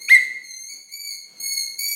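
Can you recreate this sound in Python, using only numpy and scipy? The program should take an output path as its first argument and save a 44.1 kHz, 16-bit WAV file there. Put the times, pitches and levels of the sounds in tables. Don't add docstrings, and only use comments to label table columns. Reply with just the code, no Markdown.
import sys
import numpy as np
from scipy import signal
from scipy.fft import rfft, irfft, next_fast_len
from scipy.io import wavfile
from scipy.ndimage import uniform_filter1d, map_coordinates

SR = 44100
rng = np.random.default_rng(int(sys.argv[2]) if len(sys.argv) > 2 else 0)


def output_pcm(signal):
    pcm = np.clip(np.atleast_2d(signal).T, -1, 1) * 32767
    wavfile.write(sys.argv[1], SR, np.round(pcm).astype(np.int16))


N = 85995
JITTER_PER_S, WAVER_PER_S = 620, 70


def chirp():
    # time_s, pitch_hz
    arch = [(.085, 1120), (.092, 1309), (.099, 1803), (.106, 1960), (.12, 2121), (.136, 2126), (.15, 2094),
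            (.155, 1971), (.168, 2003), (.179, 1952), (.189, 1385)]
    # time_s, level_db
    contour = [(.083, -17), (.089, -18.5), (.094, -18.5), (.108, -6.5), (.122, -5), (.15, -5.5), (.164, -5),
               (.171, -8.5), (.188, -36), (.196, -72.5)]
    partials_db = [1, 1.5, -15, -14.5, -7]
    # frequency_hz, gain_db
    throat = [(1100, -68), (1400, -14.5), (1900, -7), (2150, -2.5), (2500, -4), (3000, -15), (4200, -27.5),
              (6300, -23), (8400, -22.5), (10600, -30.5), (15000, -52)]
    # frequency_hz, density_db
    hiss_colour = [(300, -26), (1000, -11), (2000, 6.5), (3000, 0.5), (4500, 5.5), (6500, -9), (7300, -8),
                   (8500, 1), (12000, 3.5), (15500, -10)]
    t = clock()
    pitch_hz = curve(arch) * (1 + .0022 * wobble(JITTER_PER_S))
    phase = 2 * np.pi * np.cumsum(pitch_hz) / SR
    start_s, end_s = contour[0][0], contour[-1][0]
    envelope = amp(curve(contour)) * gate(start_s, end_s - start_s, attack_s=.004, release_s=.004)
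    flare_db = 16 * np.exp(-.5 * ((t - .1504) / .006) ** 2)
    tone = np.zeros(N)
    for k, partial_db in enumerate(partials_db, 1):
        tone += amp(partial_db + along(throat, k * pitch_hz) + flare_db * (k == 4)) * np.sin(k * phase)
    hiss = amp(-32.5) * gate(.091, .013, attack_s=.0035, release_s=.11) * noise(hiss_colour)
    return np.sqrt(2) * envelope * tone + hiss


def whines():
    # start_s, length_s, start_hz, middle_hz, end_hz, level_db,
    # brightness_db_per_octave, jitter_percent
    notes = [(-.008, 0.11, 2084, 2179, 2178, -36, -2.5, 1.5),
             (0.169, 0.086, 2152, 2233, 2094, -44.5, -2, 1.73),
             (.31, 0.2, 2128, 2198, 2120, -53, -5.5, 1.476),
             (0.419, .08, 2134, 2125, 2126, -41.5, -3.5, 1.1),
             (0.493, .19, 2080, 2092, 2168, -38, -4, 0.45), (.68, 0.058, 2200, 2246, 2225, -35, -3.5, 0.37),
             (.745, .11, 2215, 2223, 2238, -47, -7, 1), (0.879, .04, 2113, 2115, 2215, -39.5, -5.5, 1.3),
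             (.913, .177, 2250, 2292, 2253, -32, -4, 0.76), (1.087, 0.064, 2245, 2186, 2175, -32, -3, 1.57),
             (1.144, .11, 2200, 2215, 2180, -53.5, -11, 1.2),
             (1.35, 0.045, 2213, 2104, 2160, -45, -6, 0.49), (1.392, 0.15, 2172, 2188, 2196, -26, 0.5, 1),
             (1.555, .065, 2185, 2169, 2143, -24, -2, 1.2), (1.625, 0.11, 2220, 2142, 2178, -39, -5.5, 1.1),
             (1.776, 0.16, 2235, 2267, 2284, -27.5, 2.5, 1)]
    partials_db = [-16.5, -4, -4, -11.7, -9.5, -12.5, -16]
    # time_s, gain_db
    fundamental_ride = [(.5, 5), (1.1, -3), (1.4, -8), (1.46, 6.5), (1.53, -9), (1.575, 0), (1.62, -11.5),
                        (1.75, -5), (1.81, 8)]
    # time_s, gain_db
    third_ride = [(.45, 0.5), (.53, 9), (.72, 2.5), (.82, -1.5)]
    # centre_s, length_s, relative_db
    cracks = [(1.905, 0.09, -14.5)]
    t, out, crack = clock(), np.zeros(N), swells(cracks)
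    colour_db = np.zeros((len(partials_db), N))
    colour_db[0], colour_db[2] = curve(fundamental_ride), curve(third_ride)
    for start_s, length_s, start_hz, middle_hz, end_hz, level_db, tilt_db, jitter_percent in notes:
        parabola = np.polyfit([0, .5, 1], [start_hz, middle_hz, end_hz], 2)
        arc_hz = np.polyval(parabola, np.clip((t - start_s) / length_s, 0, 1))
        droop = .0079 * np.clip((t - start_s - length_s) / .019 + 1, 0, 2) ** 2
        core_hz = arc_hz * (1 + .002 * wobble(WAVER_PER_S) - droop)
        rough_hz = core_hz * (1 + jitter_percent / 100 * trembling())
        shimmer_db = 2.5 * wobble(per_s=240)
        envelope = amp(level_db + shimmer_db) * gate(start_s, length_s, attack_s=.021, release_s=.02)
        on = envelope > 0
        core_phase, rough_phase = 2 * np.pi * np.cumsum([core_hz[on], rough_hz[on]], axis=1) / SR
        for k, partial_db in enumerate(partials_db, 1):
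            core = amp(2 - 4 * k) * np.cos(k * core_phase)
            crack_db = -10.5 if k == 1 else -8.5 * (k - 2)
            cracked = crack[on] * amp(crack_db) * np.sin((k + .5) * rough_phase)
            gain = amp(partial_db + colour_db[k - 1, on] + tilt_db * np.log2(k / 2))
            out[on] += np.sqrt(2) * envelope[on] * gain * (np.sin(k * rough_phase) + core + cracked)
    return out


def trembling(limit=2.5, steady_share=.37, steady_s=.024):
    slips = wobble(JITTER_PER_S) * amp(2 * wobble(WAVER_PER_S))
    slips = limit * np.tanh(slips / limit)
    return slips - steady_share * uniform_filter1d(slips, int(steady_s * SR))


def rasps(edge_s=.03):
    # start_s, length_s, level_db
    strains = [(1.495, 0.052, -50.5), (1.773, 0.031, -48.5), (1.797, 0.037, -57)]
    # frequency_hz, density_db
    colour = [(2500, -45), (3800, -30), (4700, -12), (5300, -3), (5900, -4), (7100, -20.5), (7800, -40),
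              (9500, -33), (12000, -24), (15000, -18.5)]
    envelope = sum(amp(db) * gate(start_s, length_s, edge_s, edge_s) for start_s, length_s, db in strains)
    return envelope * noise(colour)


def wings():
    # centre_s, length_s, level_db
    beats = [(1.33, .09, -59.5), (1.435, 0.079, -57), (1.58, 0.13, -63.5), (1.76, 0.29, -64.5)]
    # frequency_hz, density_db
    colour = [(30, -31.5), (90, -18), (200, -3.5), (450, -7), (900, -12), (3000, -17), (8000, -20.5),
              (15000, -23)]
    return swells(beats) * noise(colour)


def rustles():
    # centre_s, length_s, level_db
    stirs = [(.02, 0.16, -62), (.22, 0.039, -58), (.31, 0.22, -59.5), (.76, 0.094, -62.5)]
    # frequency_hz, density_db
    colour = [(30, -22.5), (90, -20), (180, 0.5), (350, 3), (800, -7.5), (2000, -10), (8000, -20)]
    return swells(stirs) * noise(colour)


def room(x, first_echo_s=.0025, build_s=.019):
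    # frequency_hz, t60_s
    ring_times = [(200, 0.21), (2000, 0.63), (4500, 0.67), (8000, 0.54), (15000, 0.41)]
    hz, t, spectrum = signal.stft(rng.standard_normal(SR), SR, nperseg=256)
    decay = amp(-60 * t / along(ring_times, hz)[:, None])
    build = np.clip((t - first_echo_s) / build_s, 0, 1)
    tail = signal.istft(spectrum * decay * build, SR, nperseg=256)[1]
    return signal.fftconvolve(x, tail / np.linalg.norm(tail))[:N]


def air():
    # frequency_hz, density_db
    colour = [(25, -28.5), (70, -28), (110, -12.5), (170, -1), (300, -4.5), (600, -7.5), (1200, -13),
              (3000, -15), (15000, -34)]
    return amp(-70) * noise(colour)


def amp(db):
    return 10 ** (np.asarray(db) / 20)


def clock():
    return np.arange(N) / SR


def curve(points):
    return np.interp(clock(), *np.transpose(points))


def along(points, hz):
    points_hz, values = np.transpose(points)
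    return np.interp(np.log(hz + 1), np.log(points_hz + 1), values)


def wobble(per_s):
    return map_coordinates(rng.standard_normal(N // 4), [clock() * per_s], mode="wrap")


def filtered(x, response):
    size = next_fast_len(N + SR // 2)
    return irfft(rfft(x, size) * response(np.fft.rfftfreq(size, 1 / SR)), size)[:N]


def noise(colour):
    x = filtered(rng.standard_normal(N), lambda hz: amp(along(colour, hz)))
    return x / np.sqrt(np.mean(x ** 2) + 1e-20)


def gate(start_s, length_s, attack_s, release_s):
    age_s = clock() - start_s
    rise = np.clip(age_s / attack_s, 0, 1)
    fall = np.clip(1 - (age_s - length_s) / release_s, 0, 1)
    return np.sin(np.pi / 2 * rise * fall) ** 2


def swells(rows):
    t = clock()
    return sum(amp(db) * np.exp(-2 * ((t - centre_s) / length_s) ** 2) for centre_s, length_s, db in rows)


def scene():
    call, begging = chirp(), whines() + rasps()
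    call_in_room = call + amp(-10.5) * room(call)
    begging_in_room = amp(-2.5) * begging + amp(-5) * room(begging)
    return (call_in_room + begging_in_room + air() + rustles() + wings())[None]


def record(dry):
    return filtered(dry[0], lambda hz: hz < 15800)[None]


dry = scene()
out = record(dry)
output_pcm(out)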